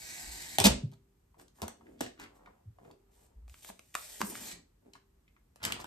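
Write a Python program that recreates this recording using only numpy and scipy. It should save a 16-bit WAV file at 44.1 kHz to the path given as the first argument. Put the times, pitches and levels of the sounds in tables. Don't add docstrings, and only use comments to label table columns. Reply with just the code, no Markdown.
import sys
import numpy as np
from scipy import signal
from scipy.fft import rfft, irfft, next_fast_len
from scipy.io import wavfile
from scipy.ndimage import uniform_filter1d, map_coordinates

SR = 44100
rng = np.random.default_rng(int(sys.argv[2]) if len(sys.argv) > 2 else 0)


def generate_wav(sig):
    pcm = np.round(np.clip(np.atleast_2d(sig).T, -1, 1) * 32767).astype(np.int16)
    wavfile.write(sys.argv[1], SR, pcm)


N = 258588
TIME = np.arange(N) / SR

# pitch_hz, level_db
AIR_COLOUR = [(20, -33), (45, 5.5), (100, -6), (350, -15), (520, -20.5), (4000, -35.5), (13500, -35),
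              (15000, -48.5)]
# pitch_hz, level_db
HISS_COLOUR = [(100, -4.5), (400, -6.5), (500, -8), (720, 0), (960, -6.5), (1290, -12.5), (1900, 1),
               (3000, -10.5), (4300, -0.5), (5100, -5.5), (7500, -1.5), (14000, -11), (15200, -39.5)]
SLEEVE_COLOUR = [(150, -17), (350, -4.5), (600, 8.5), (1100, -6.5), (1800, 2), (5000, 3), (9000, 7),
                 (14000, 2), (15200, -24)]
# start_s, length_s, level_db (before the swell)
PULLS = [(-.05, .61, -47), (4.447, 0.082, -47.5)]
# start_s, length_s, level_db (before the swell)
PUSHES = [(1.378, 0.039, -58), (1.539, 0.079, -65), (2.332, 0.045, -69.5), (3.107, 0.16, -67),
          (3.475, 0.14, -59.5), (3.615, 0.08, -47), (3.73, 0.226, -66), (3.936, 0.278, -45.5),
          (4.198, 0.074, -47), (4.29, 0.2, -43)]
# start_s, length_s, level_db (before the swell)
SIZZLE = (4.235, 0.074, -40.5)
# start_s, length_s, level_db (before the swell)
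DRAGS = [(0.224, 0.15, -59), (3.348, 0.17, -59)]
# pitch_hz, level_db (before the shiver), t60_s (time to fall 60 dB)
FLAP_BOOM = [(61.3, -18.5, 0.24), (134.7, -25, 0.3), (203, -29, 0.36), (253.4, -30, 0.47)]
# start_s, level_db (before the shiver), settled pitch_hz
KNOCKS = [(0.585, -35, 131), (.834, -38.5, 124.7), (1.622, -37, 79.7), (2.009, -34, 240), (2.656, -40, 100),
          (2.702, -50, 111), (3.696, -51.5, 182), (4.219, -27.5, 200.3)]
# start_s, pop level_db, crack_db (relative to the pop), average pop pitch_hz
SNAPS = [(0.5846, -41.5, 1.5, 705), (.601, -55.5, 15, 815), (.658, -39, 1, 556), (1.397, -75.5, -6.5, 1450),
         (1.481, -82.5, -9, 4310), (1.6183, -57.5, 1, 636), (1.6285, -55.5, -16, 695),
         (1.6806, -61, 1, 810), (2.0075, -49.5, -5.5, 613), (2.011, -52, -2, 444),
         (2.063, -63.5, -20, 1780), (2.198, -68.5, -0.5, 1060), (2.912, -81, -9, 4470),
         (3.48, -78, -4.5, 657), (3.4965, -88, 11, 2470), (3.542, -73.5, -8, 1740),
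         (3.647, -74.5, 8.5, 770), (3.69, -69.5, -3, 740), (3.7, -62, -14.5, 672), (3.793, -74, 4, 634),
         (3.9428, -75.5, 10, 2500), (3.9517, -48.5, -3.5, 1271), (4.206, -54.5, -22, 720),
         (4.215, -46, -5.5, 670), (4.353, -60.5, -9, 1300), (4.935, -71.5, -16, 3240), (5.559, -77, 0, 695),
         (5.639, -53, -16, 2760), (5.651, -57, 11, 1450), (5.722, -50, -4.5, 2490), (5.843, -59, -8, 830)]
# pitch_hz, level_db
CRACK_COLOUR = [(200, -9.5), (1000, -3), (2500, 5), (5000, -1.5), (9000, 0.5), (13000, -6), (16000, -12.5)]
# start_s, end_s
TAUT_SPAN = (3.4, 4.4)
# start_s, length_s, crackle_db, flutter_db
CRUMPLES = [(.587, 0.033, -38.5, -28.5), (0.6388, 0.033, -19.5, -20.5), (0.915, 0.022, -66, -55.5),
            (1.622, 0.018, -51, -33.5), (2.013, 0.026, -53.5, -56), (2.197, 0.045, -59, -61),
            (4.214, 0.021, -59, -44), (4.291, 0.203, -60.5, -55.5), (4.512, 0.011, -48.5, -58),
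            (4.931, 0.037, -70, -64.5), (5.627, 0.038, -42.5, -42.5), (5.679, 0.066, -54, -52.5),
            (5.797, 0.022, -50.5, -50)]
# pitch_hz, level_db
CRACKLE_COLOUR = [(150, -36), (600, 3), (1300, -9.5), (2200, -1.5), (4200, -2), (8000, -5.5), (12000, -8.5),
                  (14300, -19.5), (15500, -40.5)]
FLUTTER_COLOUR = [(40, -14), (110, 3), (215, 6), (380, -3), (600, 0), (1000, -6), (1500, -15),
                  (4000, -54.5)]
# start_s, level_db
JOLTS = [(.66, -55), (2.01, -72.5), (2.88, -65), (4.87, -67)]
# start_s, level_db, pitch_hz
TAPS = [(1.343, -76.5, 1000), (1.809, -72.5, 941), (1.867, -73.5, 1630), (2.459, -68.5, 1578),
        (2.472, -65, 783), (2.786, -68.5, 750), (2.848, -75, 1210), (2.903, -71, 784), (4.32, -62.5, 780),
        (4.952, -66, 1157), (5.279, -79, 2250), (5.365, -78, 1376)]
# middle_s, half_length_s, level_db, resonance pitch_hz
RUSTLES = [(1.409, 0.033, -61, 450), (1.597, 0.023, -63.5, 897), (1.898, 0.099, -59.5, 304),
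           (2.048, 0.04, -51.5, 3600), (2.224, 0.033, -51, 1560), (2.429, 0.14, -65.5, 677),
           (2.867, 0.065, -58, 411), (3.221, 0.18, -74, 595.5), (4.276, 0.065, -53, 299),
           (4.556, 0.038, -56, 175.7), (4.871, 0.037, -65, 335.4), (5.68, 0.045, -42, 1400),
           (5.79, 0.036, -48.5, 1020)]
# pitch_hz, level_db
RUSTLE_COLOUR = [(100, 10.5), (380, 10.5), (800, -0.5), (2500, -8), (10000, -42)]
# pitch_hz, t60_s (time to fall 60 dB)
ROOM_FADE = [(100, 0.21), (300, 0.37), (1000, 0.26), (4000, 0.28), (8000, 0.25), (15000, 0.075)]
# pitch_hz, likeness (-1 opposite, 1 the same)
LIKENESS = [(120, .99), (230, .9), (400, .2), (600, -.6), (1100, .2), (1600, 0), (5500, 0), (8000, .7)]
# pitch_hz, lead_radians
NEAR_LEAD = [(260, 0), (345, .7), (430, 1.5), (600, 3.6), (860, 4.8), (1050, 5.9), (1300, 6.8),
             (2000, 6.28)]
# pitch_hz, turn_radians
TREBLE_TURN = [(5000, 0), (6600, 1.4), (8000, 0), (10500, -3.14), (13200, -6.28), (15000, -9.42)]

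ATTACK_S, RELEASE_T60_S, PULL_SWELL_DB, PUSH_SWELL_DB = 0.014, 0.017, 1.5, 4
EDGE_HZ, EDGE_RISE, EDGE_WIDTH_HZ, EDGE_DB = 2300, 0.4, 350, -17
SIZZLE_LOW_HZ = 8100
DRAG_HZ, DRAG_WAVER_HZ = 50, 7.6
FLAP_S = 0.653
KNOCK_T60_S = 0.11
KNOCK_SAG, KNOCK_SAG_S = 0.86, 0.0042
SHIVER_DB = 6.5
TAUT_ROOM_DB, LOOSE_ROOM_DB = -8.5, -5
CREASE_HOLD_S, CREASE_T60_S = 0.001, 0.009
POP_HOLD_S, POP_T60_S = 0.0025, 0.009
RING_HZ, RING_T60_S = 394, 1.2
TAP_T60_S, TAP_WIDTH = 0.05, 0.8
RUSTLE_WIDTH = 1.4
RUSTLE_BODY_DB, FIZZ_DB = 0.5, -21.5
TOSS_S = 4.8
LEAD_TOP_HZ = 3000
TOP_HZ = 16300


def amp(db):
    return 10 ** (np.asarray(db) / 20)


def unit(x):
    return x / np.sqrt(np.mean(x ** 2) + 1e-20)


def along(points, hz):
    f, v = np.transpose(points)
    return np.interp(np.log(hz + 1), np.log(f + 1), v)


def filtered(x, response):
    size = x.shape[-1]
    padded = next_fast_len(size + 8192)
    spectrum = rfft(x, padded) * response(np.fft.rfftfreq(padded, 1 / SR))
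    return irfft(spectrum, padded)[..., :size]


def coloured(x, colour):
    return unit(filtered(x, lambda hz: amp(along(colour, hz))))


def resonance(x, hz, width):
    def response(f):
        return (1j * f * hz / (hz * hz - f * f + 1j * width * f * hz)) ** 2
    return unit(filtered(x, response))


def add(track, s, x):
    start = max(round(s * SR), 0)
    part = track[..., start:start + x.shape[-1]]
    part += x[..., :part.shape[-1]]


def grains(size, rate, spread_db):
    hit = rng.random(size) < rate / SR
    sign = rng.choice([-1, 1], size)
    return hit * sign * amp(spread_db * np.clip(rng.standard_normal(size), -2, 2))


def wobble(rate, size=N):
    knots = rng.standard_normal(int(size * rate / SR) + 4)
    return map_coordinates(knots, [TIME[:size] * rate])


def gesture(start, length, db, swell_db):
    t = TIME - start
    swell = swell_db * (np.clip(t / length, 0, 1) - 2.5)
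    release = -60 * np.maximum(t - length, 0) / RELEASE_T60_S
    return np.clip(t / ATTACK_S, 0, 1) * amp(db + swell + release)


def diffuse(pair):
    def blend(hz):
        turn = np.arccos(np.clip(along(LIKENESS, hz), -1, 1)) / 2
        return np.array([np.cos(turn), np.sin(turn)])
    mid, side = filtered(pair, blend)
    return np.array([mid + side, mid - side])


def placed(x, room_db, lead_ms):
    def both_sides(hz):
        delay = np.pi * hz * lead_ms / 1000 / (1 + (hz / LEAD_TOP_HZ) ** 8)
        phase = delay + np.sign(lead_ms) * along(NEAR_LEAD, hz) / 2
        return np.exp(1j * phase * np.array([[1], [-1]]))
    direct = filtered(x, both_sides)
    hz, t, noise = signal.stft(rng.standard_normal((2, SR // 2)), SR, nperseg=256)
    fade = amp(-60 * t / along(ROOM_FADE, hz)[:, None])
    tail = signal.istft(noise * fade, SR, nperseg=256)[1]
    tail = diffuse(tail * (1 - np.exp(-TIME[:tail.shape[1]] / 0.000087)))
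    tail = tail / np.linalg.norm(tail[0])
    walls = signal.fftconvolve(x[None], tail, axes=1)[:, :len(x)]
    return direct + amp(room_db) * walls


def lead_at(s):
    if s < TAUT_SPAN[0]:
        return 0.2
    return 0.02 if s < TOSS_S else -0.2


def room_tone():
    air = coloured(rng.standard_normal((2, N)), AIR_COLOUR)
    return amp(-68.5) * unit(diffuse(air))


def patchy(x, depth_db):
    bands = signal.stft(x, nperseg=512)[2]
    field = uniform_filter1d(rng.standard_normal(bands.shape), size=7, axis=0)
    field = uniform_filter1d(field, size=12, axis=1)
    return unit(signal.istft(bands * amp(depth_db * unit(field)), nperseg=512)[1][:N])


def stroke(level, colour):
    grip_db = unit(filtered(rng.standard_normal(N), lambda hz: np.exp(-hz / 40)))
    slips = patchy(grains(N, rate=3800, spread_db=3.5), depth_db=1.5)
    return level * amp(grip_db) * coloured(slips, colour)


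def edge(start, length, db):
    hz = EDGE_HZ * (1 + EDGE_RISE * np.clip((TIME - start) / length, 0, 1))
    band = filtered(rng.standard_normal(N), lambda f: np.exp(-(f / EDGE_WIDTH_HZ) ** 2))
    rush = unit(band * np.cos(2 * np.pi * np.cumsum(hz) / SR))
    return gesture(start, length, db + EDGE_DB, PULL_SWELL_DB) * rush


def slide():
    pulls = stroke(sum(gesture(*pull, PULL_SWELL_DB) for pull in PULLS), HISS_COLOUR)
    pulls = pulls + sum(edge(*pull) for pull in PULLS)
    pushes = stroke(sum(gesture(*push, PUSH_SWELL_DB) for push in PUSHES), SLEEVE_COLOUR)
    treble_only = signal.butter(2, SIZZLE_LOW_HZ, "high", fs=SR, output="sos")
    sizzle = signal.sosfilt(treble_only, stroke(gesture(*SIZZLE, PULL_SWELL_DB), SLEEVE_COLOUR))
    near_left = placed(pulls, room_db=0.0, lead_ms=0.2)
    return near_left + placed(pushes + sizzle, room_db=-0.5, lead_ms=0.037)


def swing(hz, db, t60, sag=0):
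    t = TIME[:SR // 2]
    cycles = hz * (t + sag * KNOCK_SAG_S * (1 - np.exp(-t / KNOCK_SAG_S)))
    level_db = db - 60 * t / t60 + SHIVER_DB * wobble(45, size=len(t))
    soft_start = 1 - np.exp(-t / 0.0016)
    return np.sin(2 * np.pi * cycles) * amp(level_db) * soft_start * (1 - t / t[-1])


def thumps():
    judder = np.sin(2 * np.pi * np.cumsum(DRAG_HZ + DRAG_WAVER_HZ * wobble(42)) / SR)
    out = unit(judder) * sum(gesture(*drag, swell_db=-3.5) for drag in DRAGS)
    for s, db, hz in KNOCKS:
        add(out, s, swing(hz, db, KNOCK_T60_S, KNOCK_SAG))
    add(out, FLAP_S, sum(swing(*mode) for mode in FLAP_BOOM))
    return placed(out, room_db=-8.0, lead_ms=0.15)


def snap(hz, crack_db):
    t = TIME[:SR // 3]

    def burst(hold, t60):
        return amp(-60 * np.maximum(t - hold, 0) / t60)
    run = burst(CREASE_HOLD_S, CREASE_T60_S) + amp(-25.0 - 60 * t / 0.14)
    crack = coloured(rng.standard_normal(len(t)) * run, CRACK_COLOUR)
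    cycles = hz * np.cumsum(np.exp(0.4 * wobble(2 * hz, size=len(t)))) / SR
    pop = np.sin(2 * np.pi * cycles) * burst(POP_HOLD_S, POP_T60_S)
    wrinkles = resonance(rng.standard_normal(len(t)) * amp(-60 * t / 0.023), hz, width=2.6)
    return unit(unit(pop) + 0.55 * wrinkles) + amp(crack_db) * crack


def snaps():
    out = np.zeros((2, N))
    for s, db, crack_db, hz in SNAPS:
        taut = TAUT_SPAN[0] < s < TAUT_SPAN[1]
        room_db = TAUT_ROOM_DB if taut else LOOSE_ROOM_DB
        add(out, s, placed(amp(db) * snap(hz, crack_db), room_db, lead_at(s)))
    return out


def crumples():
    out, t = np.zeros((2, N)), TIME[:SR * 3 // 4]
    for s, length, crackle_db, flutter_db in CRUMPLES:
        release = amp(-60 * np.maximum(t - length, 0) / 0.035)
        creases = grains(len(t), rate=7000 * amp(crackle_db / 4), spread_db=2.5)
        crackle = coloured(creases, CRACKLE_COLOUR) * np.minimum(t / length * 10, 1)
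        flutter = coloured(rng.standard_normal(len(t)), FLUTTER_COLOUR) * (1 - np.exp(-t / 0.015))
        crumple = release * (amp(crackle_db) * crackle + amp(flutter_db) * flutter)
        add(out, s, placed(crumple, room_db=-7.0, lead_ms=lead_at(s)))
    return out


def ringing():
    out, t = np.zeros(N), TIME[:2 * SR]
    for s, db in JOLTS:
        level = amp(db - 60 * t / RING_T60_S) * np.minimum(t / ATTACK_S, 1)
        add(out, s, level * np.sin(2 * np.pi * RING_HZ * t))
    return out


def taps():
    out, t = np.zeros(N), TIME[:SR // 8]
    for s, db, hz in TAPS:
        burst = rng.standard_normal(len(t)) * amp(-60 * t / TAP_T60_S)
        add(out, s, amp(db) * resonance(burst, hz, TAP_WIDTH))
    return placed(out, room_db=-7, lead_ms=0.18)


def handling():
    out, t = np.zeros((2, N)), TIME[:SR] - 0.5
    for s, half, db, hz in RUSTLES:
        slips = grains(len(t), rate=450, spread_db=4.5)
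        fizz = coloured(grains(len(t), rate=1500, spread_db=3), SLEEVE_COLOUR)
        body = amp(RUSTLE_BODY_DB) * coloured(slips, RUSTLE_COLOUR)
        soft = unit(resonance(slips, hz, RUSTLE_WIDTH) + body)
        swell = amp(db) * np.exp(-(t / half) ** 2)
        rustle = swell * (soft + amp(FIZZ_DB) * fizz)
        add(out, s + t[0], placed(rustle, room_db=-2.5, lead_ms=lead_at(s)))
    return out


def scene():
    film = slide() + snaps() + crumples()
    hands = thumps() + taps() + handling()
    return room_tone() + film + hands + ringing()


def record(dry):
    held = dry / (1 + np.abs(dry / 0.65) ** 6) ** (1 / 6)
    held = signal.sosfilt(signal.butter(4, 38, "high", fs=SR, output="sos"), held)

    def turn(hz):
        return np.exp(0.5j * along(TREBLE_TURN, hz) * np.array([[1], [-1]]))

    def band_limit(hz):
        return amp(along([(14000, 0), (16000, -12)], hz)) * (hz < TOP_HZ)
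    return filtered(filtered(held, turn), band_limit)


dry = scene()
out = record(dry)
generate_wav(out)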